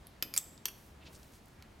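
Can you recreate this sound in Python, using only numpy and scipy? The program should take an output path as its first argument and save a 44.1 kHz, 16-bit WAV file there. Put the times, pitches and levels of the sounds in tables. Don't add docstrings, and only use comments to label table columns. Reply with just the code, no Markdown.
import sys
import numpy as np
from scipy import signal
from scipy.fft import rfft, irfft, next_fast_len
from scipy.io import wavfile
from scipy.ndimage import map_coordinates

SR = 44100
rng = np.random.default_rng(int(sys.argv[2]) if len(sys.argv) > 2 else 0)


def generate_wav(signal):
    frames = np.transpose(np.atleast_2d(signal))
    scaled = np.clip(frames, -1, 1) * 32767
    pcm = np.round(scaled).astype(np.int16)
    wavfile.write(sys.argv[1], SR, pcm)


N = 79380
TIME = np.arange(N) / SR

# start in seconds, level in dB.
CRACK_TIMES = [(.2249, -25), (.22529, -24.5), (.2266, -28.5)]
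# pitch in Hz, level in dB, seconds to fade by 60 dB (called t60).
SHAFT_TONES = [(330, -16, 0.013), (509, -20.5, 0.013), (1370, -9.5, 0.017), (2510, -13.5, 0.012),
               (3070, -7.5, 0.0079), (4400, -27, .005), (5080, -3.5, 0.012), (10280, -15, .005),
               (12570, 2.5, 0.0046), (13500, -18, .003)]
def crack():
    return breaks(CRACK_TIMES, SHAFT_TONES, tear_db=-6, tear_t60=0.023, low_cut_hz=150)

# start in seconds, level in dB.
SPLIT_TIMES = [(.3396, -25), (.3536, -35), (.3642, -22.5), (.3722, -30.5), (.3753, -28.5)]
# pitch in Hz, level in dB, fade time in seconds.
WALL_TONES = [(1400, -16, 0.0063), (2360, -10.5, .009), (4860, -5.5, 0.0084), (5300, -11.5, 0.008),
              (6850, -7.5, 0.00412), (8900, -7.5, .006), (9920, -6.5, 0.0057), (12850, -7, 0.0048)]
def split():
    return breaks(SPLIT_TIMES, WALL_TONES, tear_db=-11.5, tear_t60=0.0163, low_cut_hz=5000)

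# start in seconds, level in dB.
SNAP_TIMES = [(.3769, -11)]
# pitch in Hz, level in dB, fade time in seconds.
TUBE_TONES = [(1300, -60, .008), (3626, -23.5, 0.011), (6420, -16, 0.0051), (7760, 1, 0.0053),
              (9740, -28, 0.0045), (11700, -18, .004), (13240, -15.5, 0.0055)]
def snap():
    return breaks(SNAP_TIMES, TUBE_TONES, tear_db=-13, tear_t60=0.0099, low_cut_hz=6000)

# start in seconds, level in dB.
CLACK_TIMES = [(.6552, -31), (.656, -19), (.6573, -38)]
# pitch in Hz, level in dB, fade time in seconds.
BLADE_TONES = [(392, -28, 0.026), (1080, -24, 0.0065), (3130, -10.5, 0.012), (3320, -16, 0.013),
               (4440, -12, .007), (5740, -3.5, 0.0085), (6500, -12, 0.0087), (8580, -9, 0.006),
               (10630, -10.5, 0.0059), (12650, -1, .006), (13750, -31, .004)]
def clack():
    return breaks(CLACK_TIMES, BLADE_TONES, tear_db=-9.5, tear_t60=0.026, low_cut_hz=1210)

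# frequency in Hz, level in dB.
TEAR_COLOUR = [(200, -28), (700, -13), (1500, -1), (3400, 0.5), (6000, 0), (9000, -8.5), (13500, 4),
               (15000, -16), (16500, -23)]
def breaks(events, tones, tear_db, tear_t60, low_cut_hz):
    out, t = np.zeros(N), TIME[:SR // 10]
    for start, db in events:
        tear = filtered(noise(TEAR_COLOUR, len(t)), lambda f: f / np.hypot(f, low_cut_hz))
        tear *= amp(tear_db - 60 * t / tear_t60)
        add(out, start, amp(db) * (ring(tones, t, pitch_spread=0.015) + tear))
    return out

def ring(tones, t, pitch_spread):
    hz, db, t60 = np.transpose(tones)[:, :, None]
    db_shift, pitch_shift = rng.standard_normal((2, len(tones), 1))
    fade = amp(db + db_shift - 60 * t / t60)
    waves = np.cos(2 * np.pi * hz * (1 + pitch_spread * pitch_shift) * t)
    return np.heaviside(t, .5) * (fade * waves).sum(0)

# pitch in Hz, level in dB, fade time in seconds.
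SKID_TONES = [(1670, -7, 0.0069), (2820, -1.5, 0.0065), (3180, -7.5, 0.0056), (4640, -1, 0.0038),
              (5780, 5, 0.011), (9200, 4, .002), (12400, -2, 0.0022)]
def skid(peak_s=.6853, half_s=0.0026, db=-37.5):
    ringing = ring(SKID_TONES, TIME[:SR // 20], pitch_spread=0.0071)
    rub = signal.fftconvolve(rng.standard_normal(N), ringing)[:N]
    return unit(rub) * amp(db) * swell(peak_s, half_s)

# start in seconds, level in dB, pitch in Hz, width in octaves.
DRY_TICKS = [(.0695, -45.5, 11300, 0.21), (0.0697, -53, 3460, 0.54), (0.5774, -48, 4900, 0.36),
             (1.2304, -48, 4900, 0.46), (1.458, -56.5, 10970, 0.64), (1.483, -55, 9600, 0.6),
             (1.6242, -46.5, 3500, 0.65), (1.6243, -54.5, 12000, 0.28)]
def ticks(t60=0.011):
    out, t = np.zeros(N), TIME[:SR // 20]
    for start, db, hz, octaves in DRY_TICKS:
        hiss = band(rng.standard_normal(len(t)), hz, octaves)
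        add(out, start, hiss * amp(db - 60 * t / t60))
    return out

# peak time and half length in seconds, level in dB, pitch in Hz,
# width in octaves.
BRUSH_STROKES = [(0.094, 0.052, -73.5, 3960, 0.32), (0.41, 0.024, -63, 14400, .15),
                 (0.83, 0.064, -67, 9100, 1.5), (1.027, 0.012, -63, 2820, 0.45),
                 (1.07, 0.012, -56.5, 3170, 0.63), (1.132, 0.0057, -60, 8400, 1.6),
                 (1.155, 0.0098, -56.5, 5760, 0.67), (1.222, 0.11, -66.5, 5990, 1.7),
                 (1.353, 0.024, -63.5, 6000, 1.02), (1.493, 0.043, -74.5, 6000, 1.4),
                 (1.627, 0.045, -67, 1610, 0.53)]
def brushing(roughness=0.39, grain_s=0.00085):
    out = np.zeros(N)
    for peak_s, half_s, db, hz, octaves in BRUSH_STROKES:
        flicker = map_coordinates(rng.standard_normal(N), [TIME / grain_s], order=1, mode="wrap")
        grains = rng.standard_normal(N) * np.exp(roughness * flicker)
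        out += band(grains, hz, octaves) * amp(db) * swell(peak_s, half_s)
    return out

# time in seconds, level in dB.
HAND_LEVELS = [(0, -65), (.85, -66), (1.1, -61), (1.3, -67.5), (1.48, -69), (1.62, -70.5), (1.8, -63.5)]
# frequency in Hz, level in dB.
HAND_COLOUR = [(30, 1), (80, -6.5), (250, -0.5), (800, -3.5), (2000, -11), (8000, -35)]
def hand():
    return loudness(HAND_LEVELS) * stereo_noise(HAND_COLOUR)

# delay in seconds, level in dB before echo_db is added.
NEAR_ECHOES = [(.00378, -13), (.0093, -15.5)]
def echoed(x, echo_db):
    return filtered(x, lambda f: 1 + sum(
        amp(db + echo_db) * np.exp(-2j * np.pi * f * delay) for delay, db in NEAR_ECHOES))

# frequency in Hz, fade time in seconds.
ROOM_FADE = [(300, 1.5), (3000, 0.62), (8000, 0.56), (14000, .5)]
# frequency in Hz, level in dB.
ROOM_TONE = [(200, 9), (1500, -2.5), (2300, -2.5), (4000, -3.5), (6500, -6.5), (8000, -6), (9500, -3),
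             (12500, -2.5), (16000, -4.5)]
# frequency in Hz, width (0 is dead centre).
ROOM_SPREAD = [(1200, 0.28), (4000, 0.31), (12000, 0.21)]
def room(x, tail_db=-12.5, table_db=-11, table_t60=0.12, delay_s=.0035):
    hz, t, spectrum = signal.stft(noise(ROOM_TONE, (2, SR)), SR, nperseg=256)
    fade = amp(-60 * t / along(ROOM_FADE, hz)[:, None])
    tail = signal.istft(spectrum * fade, SR, nperseg=256)[1]
    table = noise(ROOM_TONE, tail.shape) * amp(-60 * TIME[:tail.shape[1]] / table_t60)
    reflections = amp(tail_db) * tail / np.linalg.norm(tail[0])
    reflections += amp(table_db) * table / np.linalg.norm(table[0])
    delayed = np.pad(x, (round(delay_s * SR), 0))
    mid, side = signal.fftconvolve(delayed[None], reflections, axes=1)[:, :N]
    side = filtered(side, lambda f: along(ROOM_SPREAD, f))
    return np.array([mid + side, mid - side])

# time in seconds, level in dB.
HUM_LEVELS = [(0, -74.5), (.35, -67.5), (.46, -62.5), (.65, -87), (.8, -74), (1.13, -55.5), (1.3, -77),
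              (1.47, -79), (1.56, -64.5), (1.8, -63)]
def hum(hz=71.8, sharpness=7, octave_db=-10):
    low = resonant(rng.standard_normal(N), hz, sharpness)
    octave = resonant(rng.standard_normal(N), 2 * hz, 2 * sharpness)
    return loudness(HUM_LEVELS) * (low + amp(octave_db) * octave)

# frequency in Hz, level in dB.
AIR_COLOUR = [(12, -37), (20, -7), (59, 0), (207, -4), (534, -15), (705, -13), (1540, -21), (1720, -20),
              (3260, -24), (4680, -26), (13100, -33), (15500, -36)]
def air(db=-58.5, dull_hz=11000):
    return amp(db) * filtered(stereo_noise(AIR_COLOUR), lambda hz: 1 / np.hypot(1, hz / dull_hz))

# frequency in Hz, likeness from 0 to 1.
EAR_LIKENESS = [(40, 0.98), (140, 0.99), (350, 0.73), (700, 0.38), (1500, 0.46), (4000, 0.55), (12000, 1)]
def stereo_noise(colour):
    def shares(hz):
        angle = np.arccos(along(EAR_LIKENESS, hz)) / 2
        return np.array([np.cos(angle), np.sin(angle)])
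    mid, side = filtered(noise(colour, (2, N)), shares)
    return unit(np.array([mid + side, mid - side]))

def amp(db):
    return 10 ** (np.asarray(db) / 20)

def unit(x):
    return x / np.sqrt(np.mean(x ** 2) + 1e-20)

def swell(peak_s, half_s):
    return np.exp(-.5 * ((TIME - peak_s) / half_s) ** 2)

def loudness(rows):
    return amp(np.interp(TIME, *np.transpose(rows)))

def along(rows, hz):
    f, values = np.transpose(rows)
    return np.interp(np.log(hz + 1), np.log(f + 1), values)

def filtered(x, response):
    n = x.shape[-1]
    size = next_fast_len(n + 8192)
    return irfft(rfft(x, size) * response(np.fft.rfftfreq(size, 1 / SR)), size)[..., :n]

def noise(colour, shape):
    return unit(filtered(rng.standard_normal(shape), lambda hz: amp(along(colour, hz))))

def band(x, hz, octaves):
    return unit(filtered(x, lambda f: np.exp(-.5 * (np.log2((f + 1) / hz) / octaves) ** 2)))

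def resonant(x, hz, q):
    return unit(filtered(x, lambda f: 1j * f * hz / q / (hz * hz - f * f + 1j * f * hz / q)))

def add(track, start, sound):
    i = max(0, round(start * SR))
    track[i:i + len(sound)] += sound[:len(track) - i]

def scene():
    cracking = crack()
    parting = split() + snap()
    release = clack() + skid()
    rustle = ticks() + brushing()
    close = echoed(cracking, echo_db=-4) + echoed(parting, echo_db=3) + echoed(release, echo_db=-22)
    reflections = sum(room(stage) for stage in (cracking, parting, release, rustle))
    return close + rustle + reflections + hand() + hum() + air()

def record(dry, top_hz=16150):
    return filtered(dry, lambda hz: 1 / np.sqrt(1 + (hz / top_hz) ** 160))

dry = scene()
out = record(dry)
generate_wav(out)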